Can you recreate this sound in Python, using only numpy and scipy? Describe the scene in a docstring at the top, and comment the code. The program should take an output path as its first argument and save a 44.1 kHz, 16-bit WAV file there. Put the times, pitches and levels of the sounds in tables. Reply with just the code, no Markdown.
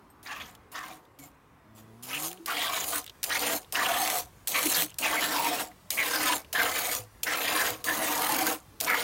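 """Hand milking in an open pasture, over light wind and the hush of the field.
Faint jets from afar open the scene: noise hiss, ringing air bubbles and resonant pail modes under each.
A cow then lows softly once, a few clean harmonics rising with the mouth shut.
From there the milk hits the froth up close: splats, hiss, gurgling air pockets and a drumming metal pail.
Droplets patter after each jet, and drips tick now and then to the end."""
import sys
import numpy as np
from scipy import signal
from scipy.io import wavfile
from scipy.ndimage import uniform_filter1d, map_coordinates

SR = 44100
rng = np.random.default_rng(int(sys.argv[2]) if len(sys.argv) > 2 else 0)


def to_wav(s):
    """Save 16-bit WAV."""
    ch = np.atleast_2d(s).T  # columns
    pcm = np.round(np.clip(ch, -1, 1) * 32767)  # PCM
    wavfile.write(sys.argv[1], SR, pcm.astype(np.int16))


N = 398223  # length in samples

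# one squeeze of the teat a row: landing t/s, plunge delay/s, flow length/s, fade/(dB per s), splat level/dB,
# early and late spray level/dB, early and late bubbling level/dB, early and late drumming level/dB,
# then by landing spot: deep, middle and upper pail mode level/dB (levels before the final mix trims)
JETS = [(.229, 0.02, .26, 230, -39, -55, -54, -40, -47, -51.5, -53.5, 2.5, -14, 7),
        (0.716, 0.022, .23, 258, -41, -51.5, -52.5, -35.5, -53, -47, -53, 6, -14, 5),
        (1.188, .004, 0.083, 500, -39, -51, -53.5, -60, -74, -50, -56, 8.5, -6, -3),
        (1.745, .02, 0.046, 300, -72, -65, -54.5, -57, -54, -69, -61, 1, 4, 2),
        (2.025, 0.052, 0.24, 262, -36, -43.5, -34, -33, -46, -47, -39.5, -16, -5, -1.5),
        (2.459, 0.0058, 0.53, 475, -18, -41.5, -31.5, -32.5, -35.5, -40.5, -39.5, -4.5, 1, 1),
        (3.230, 0.059, 0.33, 415, -15, -41, -30, -25.5, -35, -38.5, -30, -11, -3, -6.5),
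        (3.7232, 0.017, .47, 383, -17.5, -38.5, -28.5, -27.5, -38, -32, -36.5, -9.5, -9, 3),
        (4.4723, 0.055, 0.36, 554, -13.5, -33.5, -25, -29.5, -34, -35, -32, -0.5, -1, -8.5),
        (4.985, 0.031, 0.64, 380, -16, -34, -34, -29.5, -35, -33, -32, 1.5, -12, -4),
        (5.904, 0.059, 0.45, 396, -12.5, -36, -31, -35.5, -27, -38, -30.5, -4, -1, -4),
        (6.528, 0.014, 0.45, 420, -16, -34.5, -32.5, -26.5, -39, -30, -39, -6.5, 3, -0.5),
        (7.232, 0.025, 0.46, 230, -11, -40, -30.5, -31, -29.5, -35, -29, -5, -2, -8.5),
        (7.8411, 0.016, 0.683, 380, -17.5, -33, -30.5, -36.5, -33, -33.5, -32.5, -0.5, -1.5, -0.5),
        (8.802, 0.058, 0.41, 397, -15, -36, -38, -25.5, -37, -36, -35.5, -4, 8, -2)]
# the jet slips out of its hole and bubbling drops: t/s, length/s, level/dB
LAPSES = [(2.843, 0.085, -29), (3.372, 0.06, -8), (4.604, 0.13, -6), (7.348, 0.11, -3)]
# colour of the spray hiss: f/Hz, relative level/dB
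SPRAY = [(900, -57), (1800, -13.5), (3000, 1.5), (4500, -2), (7000, 2), (11000, 1.5), (14500, 3),
         (16000, 0)]
# colour of the froth by bubble size: f/Hz, relative level/dB
FROTH = [(800, -5), (1850, 0.5), (2500, -4), (3300, -4.5), (4300, -10.5), (6500, -14.5)]
# ringing modes of the pail: f/Hz, width/Hz, relative level/dB
PAIL = [(172, 4.4, -22.5), (305, 21.5, 1.5), (490.3, 19, -3), (658, 27, -1.5), (729.5, 27, 3.5),
        (849, 23, -9.5), (933, 29, -2.5), (1069, 29, -2), (1175, 32, -7)]
# air pockets singing under the jet: t/s, length/s, f/Hz, level/dB
GURGLES = [(0.261, 0.097, 1720, -43), (0.263, 0.18, 1150, -47), (0.272, 0.17, 2580, -48.5),
           (0.732, 0.12, 1720, -45), (0.736, 0.12, 1080, -45), (2.122, 0.068, 2700, -35),
           (2.487, 0.055, 1410, -35.5), (2.58, 0.123, 3320, -35), (2.63, 0.12, 1100, -38),
           (3.766, 0.06, 1890, -33), (3.799, 0.34, 743, -35.5), (3.844, 0.028, 2840, -28.5),
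           (4.539, 0.059, 2270, -29), (4.542, 0.075, 1140, -34.5), (4.634, 0.067, 314, -34),
           (4.738, 0.029, 4430, -29.5), (4.766, 0.042, 3420, -31.5), (5.014, 0.083, 2550, -32),
           (5.157, 0.049, 2070, -31), (5.312, 0.19, 942, -32.5), (5.968, 0.072, 2090, -26.5),
           (6.289, 0.063, 1000, -30), (6.54, 0.09, 1620, -28), (7.254, 0.084, 1890, -35),
           (7.54, 0.1, 1700, -32), (7.865, 0.073, 1680, -29), (8.133, 0.26, 870, -35.5),
           (8.865, 0.11, 1286, -33.5), (8.862, 0.094, 2040, -28.5)]
# single drops: t/s, tick peak level/dB, bubble ring peak level/dB, bubble f/Hz
DRIPS = [(0.551, -40, -46, 3200), (1.052, -54, -53, 3500), (2.3144, -30, -34, 3210),
         (2.3294, -27, -44, 2300), (2.3738, -50, -45, 3000), (3.043, -30, -48, 3740),
         (3.064, -31.5, -36, 3350), (3.077, -47, -35, 3300), (3.096, -55, -31, 3440),
         (3.2400, -11, -39, 2980), (3.244, -12, -39, 3000), (3.6451, -56, -44, 3370),
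         (4.076, -13, -21.5, 2650), (4.518, -30, -26, 3470), (4.668, -14, -20.5, 2460),
         (4.8212, -11, -22, 2450), (4.896, -39, -42, 3300), (4.914, -50, -44, 2900),
         (4.9426, -32, -60, 3200), (5.645, -52, -39, 2070), (5.7153, -50, -45, 1900),
         (6.4464, -52, -39, 2700), (6.869, -28, -23, 8500), (6.95, -18, -23, 8600), (7.279, -28, -22, 1810),
         (7.3344, -28, -19, 2040), (8.3648, -18.5, -34, 3200), (8.5117, -26.5, -24.5, 1360),
         (8.81, -11, -29, 4500), (8.8462, -24, -21, 6540)]
# thin falling whistle in a weak squirt: t/s, length/s, start f/Hz, end f/Hz, level/dB
WHISTLE = (1.186, .07, 2350, 2120, -52)
# taps of a small metal ring: t/s, peak level/dB
CLINKS = [(0.1017, -49)]
# partials of that ring: f/Hz, relative level/dB, 60 dB decay/s
RING = [(8400, -1, 0.073), (12770, -6, 0.08), (13360, -6, 0.11)]
# dull low knocks: t/s, level/dB, f/Hz
THUMPS = [(1.191, -46, 278), (1.2, -51, 145), (2.393, -40.5, 332), (4.77, -42, 168), (6.989, -39.5, 107),
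          (7.7, -45.5, 109)]
# course of the cow's call: t/s, f/Hz, level/dB
LOWING = [(1.62, 105.3, -65), (1.75, 108.3, -60.5), (1.95, 112.2, -59.5), (2.09, 130, -60),
          (2.26, 162, -55), (2.36, 184, -63), (2.451, 188, -64)]
# harmonics of the closed mouth: multiple of the pitch, level/dB
LOW_TONES = [(1, 2), (2, 0.5), (3, -16.5), (6, -10), (7, -17)]
# colour of the open air: f/Hz, relative level/dB
FIELD = [(40, -5.5), (110, -6.5), (170, -10.5), (500, -15), (1100, -31), (1600, -22.5), (3000, -24),
         (16000, -26.5)]
# treble of the field, louder near the fizzing froth: t/s, level/dB
HUSH = [(0.3, -74), (1.6, -75.5), (1.95, -68.5), (2.4, -63.5), (9.03, -63)]
# soft wash near 1 kHz: t/s, level/dB
WASH = [(0, -61), (1.4, -65), (1.9, -63.5), (2.5, -64)]
# wind rumble: t/s, level/dB
WIND = [(0, -60), (.4, -60.5), (1.2, -66), (2.3, -64), (3.0, -60), (4.0, -62), (6.3, -59), (9.03, -58)]

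ONSET_S, PLUNGE_S = 0.0077, 0.015  # fade-in of a jet; time its plunge takes
GONE_DB = -45.5  # a jet is cut once its fade reaches this
HEAD_DB, DIP_DB, SETTLE_S = 5.5, -1.5, 0.073  # spray: loud on closed froth, muffled by the plunge, settled
SHALLOW_DB, AIR_STOPS_S = -22.5, 0.02  # bubbling before the plunge; it stops this long before the flow
DRUM_START_DB, DRUM_RISE_S, DRUM_FADE = -8.5, 0.059, 0.77  # the pail rings up; its fade as share of the spray's
PATCHY_DB, SWARM_DB = 3.2, 5  # unevenness of the spray and of the bubble swarms
DETUNE, SPOT_DB = 0.025, 4  # largest mode shift (share) and level change per jet
SAG_PER_S = 0.71  # pitch drop of small pockets (share per s)
TRICKLE_PER_S, TRICKLE_DB, TRICKLE_S = 120, -5, 0.067  # droplet rate; least offset; time to lose 10 dB
NOSE_HZ, NOSE_DB = 320, 9  # cow harmonics near this pitch are lifted
FIELD_DB, WIND_HZ = -55.5, 141  # air level before its bands are set; upper edge of the rumble
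EDGE_HZ = 15880  # upper band limit


def gain_of(db):
    """Turns decibels into an amplitude factor."""
    return 10 ** (np.asarray(db) / 20)


def evened(x):
    """Scales a sound to rms 1."""
    return x / np.sqrt(np.mean(x ** 2) + 1e-20)


def read(points, at):
    """Reads a colour curve on a logarithmic frequency scale."""
    f, value = np.transpose(points)
    return np.interp(np.log(at + 1), np.log(f + 1), value)


def add(mix, s, sound):
    """Lays a sound into the mix at s seconds, cut at the end of the mix."""
    part = mix[round(s * SR):][:len(sound)]
    part += sound[:len(part)]


def resonate(x, hz, width):
    """Shifts the curve hz down to zero, smooths, and shifts back: a resonance of gain 1."""
    turn = np.exp(2j * np.pi * np.cumsum(hz * np.ones(len(x))) / SR)
    r = np.exp(-np.pi * width / SR)
    smooth = signal.lfilter([1 - r], [1, -r], x / turn + 1e-18)
    return 2 * (turn * smooth).real


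def wander(seconds):
    """Random drift of rms 1 that changes over the given time."""
    span = max(round(seconds * SR), 2)
    return evened(uniform_filter1d(uniform_filter1d(rng.standard_normal(N), span), span))


def noise(points, patchy_db, size=512):
    """Random short-time spectra of a given colour, with drifting patches."""
    hop = size // 4
    a, b, patches = rng.standard_normal((N // hop + 5, size // 2 + 1, 3)).T
    patches = evened(uniform_filter1d(uniform_filter1d(patches, 6, 0), 16, 1))
    colour_db = read(points, np.fft.rfftfreq(size, 1 / SR))[:, None]
    spectra = (a + 1j * b) * gain_of(colour_db + patchy_db * patches)
    return evened(signal.istft(spectra, nperseg=size, noverlap=size - hop)[1][:N])


def jets():
    """Spray, bubbles and pail follow their own level curves and share the sputter of the stream."""
    spray_gain, froth_gain, drum_gain = controls()
    sputter = 2.66 * np.tanh(wander(0.011) / 2)
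    push = rng.standard_normal(N) * gain_of(0.29 * sputter)
    drum = pail(push * drum_gain)
    drum *= np.linalg.norm(drum_gain) / np.linalg.norm(drum)
    hiss = spray_gain * spray(gain_of(1.3 * sputter))
    froth = froth_gain * bubbles(gain_of(2.12 * sputter))
    return hiss + gain_of(-0.5) * froth + gain_of(-2.5) * drum


def controls():
    """Gains of spray, bubbling and drumming over the whole scene; zero between jets."""
    out = np.zeros((3, N))
    for s, plunge, flow, fade, _, *db in JETS:
        t = np.arange(0, flow - GONE_DB / fade, 1 / SR)
        levels = stream(t, plunge, flow, fade, db[0:2], db[2:4], db[4:6])
        for track, level_db in zip(out, levels):
            add(track, s, np.minimum(t / ONSET_S, 1) * gain_of(level_db))
    for s, length, db in LAPSES:
        span = slice(round(s * SR), round((s + length) * SR))
        out[1, span] *= gain_of(db * signal.windows.tukey(span.stop - span.start, .4))
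    return out


def stream(t, plunge, flow, fade, spray_db, froth_db, drum_db):
    """Levels in dB of one jet's three sounds: landing, plunge, steady flow, dying away."""
    def along(ends):
        return np.interp(t, [0, flow], ends)

    def after(s):
        return fade * np.maximum(t - s, 0)

    under = plunge + PLUNGE_S
    head = np.interp(t, [0, under, under + SETTLE_S], [HEAD_DB, DIP_DB, 0])
    shallow = np.interp(t, [plunge, under], [SHALLOW_DB, 0])
    ring_up = np.interp(t, [0, DRUM_RISE_S], [DRUM_START_DB, 0])
    return (along(spray_db) + head - after(flow),
            along(froth_db) + shallow - after(flow - AIR_STOPS_S),
            along(drum_db) + ring_up - DRUM_FADE * after(flow))


def spray(sputter):
    """The jet breaks into droplets: a crackling hiss, mirrored by the pail wall."""
    fat_drops = (rng.random(N) < 250 / SR) * np.minimum(rng.exponential(0.71, N), 2.4)
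    crackle = 1 + signal.lfilter([1], [1, -np.exp(-1 / (0.00085 * SR))], fat_drops)
    hiss = noise(SPRAY, patchy_db=PATCHY_DB) * gain_of(2.0 * wander(0.00052)) * crackle * sputter
    for delay_s, share in [(.00044, .33), (.00095, .25)]:
        # the path by the wall shifts as the jet wanders
        lag = delay_s * SR * (1 + .06 * wander(.4))
        hiss = hiss + share * map_coordinates(hiss, [np.arange(N) - lag], order=3)
    # the treble sets the loudness
    top = signal.sosfilt(signal.butter(4, 4500, "high", fs=SR, output="sos"), hiss)
    return hiss / top.std()


def bubbles(sputter, per_s=250, cycles=18.0, count=28):
    """Trapped air rings briefly with rising pitch, in swarms of one size; the pail's depth echoes it."""
    out = np.zeros(N)
    swarms = evened(uniform_filter1d(rng.standard_normal((count, N // 500 + 1)), 8))
    swarms = gain_of(SWARM_DB * swarms)
    for f, swarm in zip(np.geomspace(800, 6500, count), swarms):
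        train = (rng.random(N) < per_s / SR) * gain_of(2.0 * np.minimum(rng.exponential(1, N), 5))
        train = train * np.repeat(swarm, 500)[:N]
        turns = np.arange(0, 30, f / SR)
        ping = np.sin(2 * np.pi * turns * (1 + 0.00635 * turns))
        ping *= np.exp(-np.pi * turns / cycles) * np.minimum(turns, 1)
        out += signal.oaconvolve(train, ping * gain_of(read(FROTH, f)) * f / 2000)[:N]
    out *= sputter
    lag = 0.004 * SR * (1 + 0.052 * wander(0.32))
    out = out + 0.51 * map_coordinates(out, [np.arange(N) - lag], order=1)
    # ride the slow level flat so the jet curves set it
    return out / np.sqrt(uniform_filter1d(out ** 2, SR // 8) + 1e-9)


def pail(drive):
    """The stream shakes the pail: narrow modes over a broad slosh; the landing spot sets their mix."""
    s, *_, deep_db, middle_db, upper_db = np.transpose(JETS)
    jet = np.maximum(np.searchsorted(s, np.arange(N) / SR) - 1, 0)  # latest jet at each sample
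    slosh = resonate(resonate(drive, 580, 530), 580, 530)
    out = gain_of(5.5) * slosh / np.sqrt(600)
    for f, width, db in PAIL:
        spot_db = (deep_db if f < 400 else middle_db if f < 600 else upper_db)[jet]
        # each jet loads the wall elsewhere
        shift, share = rng.uniform(-0.93, 1, (len(s), 2))[jet].T
        drift = 1 + DETUNE * shift + 0.01 * wander(0.15)  # the sloshing milk loads the wall unevenly
        flutter = gain_of(db + 4 * wander(.05))
        mode = resonate(drive * gain_of(spot_db + SPOT_DB * share), f * drift, width)
        out += flutter * mode / np.sqrt(width)
    return out


def gurgles():
    """Uneven droplet knocks ring the air pocket while it lasts; its size wavers, a small one rings wider."""
    out = np.zeros(N)
    knock = rng.standard_normal(N) * gain_of(2.2 * wander(0.00041) + 2.0 * wander(0.001))
    waver = 1 + 0.029 * wander(0.039)
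    for s, length, hz, db in GURGLES:
        drive, pitch = (x[round(s * SR):][:round(length * SR)] for x in (knock, hz * waver))
        if hz > 1300:  # small pockets grow and drop in pitch
            pitch = pitch * (1 + SAG_PER_S * (length / 2 - np.arange(len(drive)) / SR))
        width = 15 + 65 * (hz / 1000) ** 1.9
        pocket = evened(resonate(resonate(drive, pitch, width), pitch, 2 * width))
        add(out, s, gain_of(db) * pocket * signal.windows.tukey(len(drive), .4))
    return out


def splashes():
    """A splat is a bright puff of a few ms; a drip is a dry tick and a small bubble ringing roughly."""
    out, t = np.zeros(N), np.arange(1500) / SR
    bright = signal.butter(2, 2200, "high", fs=SR, output="sos")
    for s, db in np.array(JETS)[:, [0, 4]]:
        puff = evened(signal.sosfilt(bright, rng.standard_normal(len(t))))
        add(out, s, 0.44 * gain_of(db) * puff * (t / 0.0021) * np.exp(1 - t / 0.0017))
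    for s, tick_db, ring_db, hz in DRIPS:
        puff = rng.standard_normal(len(t))
        tick = signal.sosfilt(bright, puff) * np.exp(-t / 0.0018)
        ring = resonate(puff * np.exp(-t / 0.0042), hz, 0.18 * hz)
        add(out, s, gain_of(tick_db) * tick / abs(tick).max())
        add(out, s, gain_of(ring_db) * ring / abs(ring).max())
    return out


def trickle():
    """After each jet a few droplets patter on the froth, each a short puff of its own colour."""
    out, t = np.zeros(N), np.arange(400) / SR
    for s, _, flow, _, _, _, late_db, *_ in JETS:
        wait, pitch, size = rng.random((12, 3)).T
        landings = np.cumsum(-np.log(wait)) / TRICKLE_PER_S
        for after, hz, db in zip(landings, 1900 * 4.5 ** pitch, 8.4 * size):
            level_db = late_db + TRICKLE_DB + db - 10 * after / TRICKLE_S
            puff = rng.standard_normal(len(t)) * np.exp(-t / 0.0022)
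            add(out, s + flow + after, gain_of(level_db) * resonate(puff, hz, 0.22 * hz))
    return out


def whistle():
    """A weak squirt whistles: a sine gliding down, with narrow breath noise around it."""
    out = np.zeros(N)
    s, length, from_hz, to_hz, db = WHISTLE
    hz = np.linspace(from_hz, to_hz, round(length * SR))
    breath = evened(resonate(rng.standard_normal(len(hz)), hz, 60))
    breathy = breath / 2 + np.sin(2 * np.pi * np.cumsum(hz) / SR)
    shape = np.linspace(1, .7, len(hz)) * signal.windows.tukey(len(hz), .2)
    add(out, s, gain_of(db) * breathy / 2 * shape)
    return out


def knocks():
    """Faint metal clinks and dull low thumps, all decaying sines."""
    out, t = np.zeros(N), np.arange(SR // 3) / SR
    ring = sum(gain_of(db - 60 * t / t60) * np.sin(2 * np.pi * hz * t) for hz, db, t60 in RING)
    for s, db in CLINKS:
        add(out, s, gain_of(db) * ring / abs(ring).max())
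    for s, db, hz in THUMPS:
        thump = np.sin(2 * np.pi * hz * t) * np.minimum(t / 0.0087, 1)
        add(out, s, gain_of(db - 60 * t / 0.36) * thump)
    return out


def cow():
    """A soft rising hum with the mouth shut: a few clean harmonics, lifted near one resonance."""
    out = np.zeros(N)
    s, *columns = np.transpose(LOWING)
    t = np.arange(s[0], s[-1], 1 / SR)
    hz, db = (np.interp(t, s, c) for c in columns)
    turns = np.cumsum(hz * (1 + 0.006 * wander(0.015)[:len(t)])) / SR
    tone = np.zeros(len(t))
    for multiple, level_db in LOW_TONES:
        k = round(multiple)
        nose_db = NOSE_DB * np.exp(-((k * hz - NOSE_HZ) / 60) ** 2)
        tone += gain_of(level_db + nose_db) * np.sin(2 * np.pi * k * turns)
    add(out, s[0], np.sqrt(2) * gain_of(db) * tone * signal.windows.tukey(len(t), .15))
    return out


def field():
    """Light wind below, distant hush above, a soft wash near 1 kHz: coloured noise on slow level curves."""
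    t = np.arange(N) / SR
    air = gain_of(FIELD_DB) * noise(FIELD, patchy_db=2.5, size=2048)
    low = signal.sosfiltfilt(signal.butter(2, 2500, fs=SR, output="sos"), air)
    low *= gain_of(1.3 * wander(.1))
    treble = evened(air - low)
    # swap the rumble for the same rumble on the wind curve
    rumble = signal.sosfiltfilt(signal.butter(2, WIND_HZ, fs=SR, output="sos"), low)
    wind = evened(rumble) * gain_of(np.interp(t, *np.transpose(WIND))) - rumble
    wash = evened(resonate(resonate(rng.standard_normal(N), 970, 680), 970, 680))
    wash *= gain_of(np.interp(t, *np.transpose(WASH)))
    hush = treble * gain_of(np.interp(t, *np.transpose(HUSH)))
    return low + wind + wash + hush


def scene():
    """All layers summed into one channel."""
    milk = jets() + gurgles() + splashes() + trickle() + whistle()
    return (milk + knocks() + cow() + field())[None]


def record(dry):
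    """The microphone drops the deepest bass; then the band limit."""
    thin = signal.sosfilt(signal.butter(6, 42, "high", fs=SR, output="sos"), dry)
    band = signal.firwin(1023, EDGE_HZ, window=("kaiser", 9), fs=SR)
    return signal.oaconvolve(thin, band[None], "same")


dry = scene()
out = record(dry)
to_wav(out)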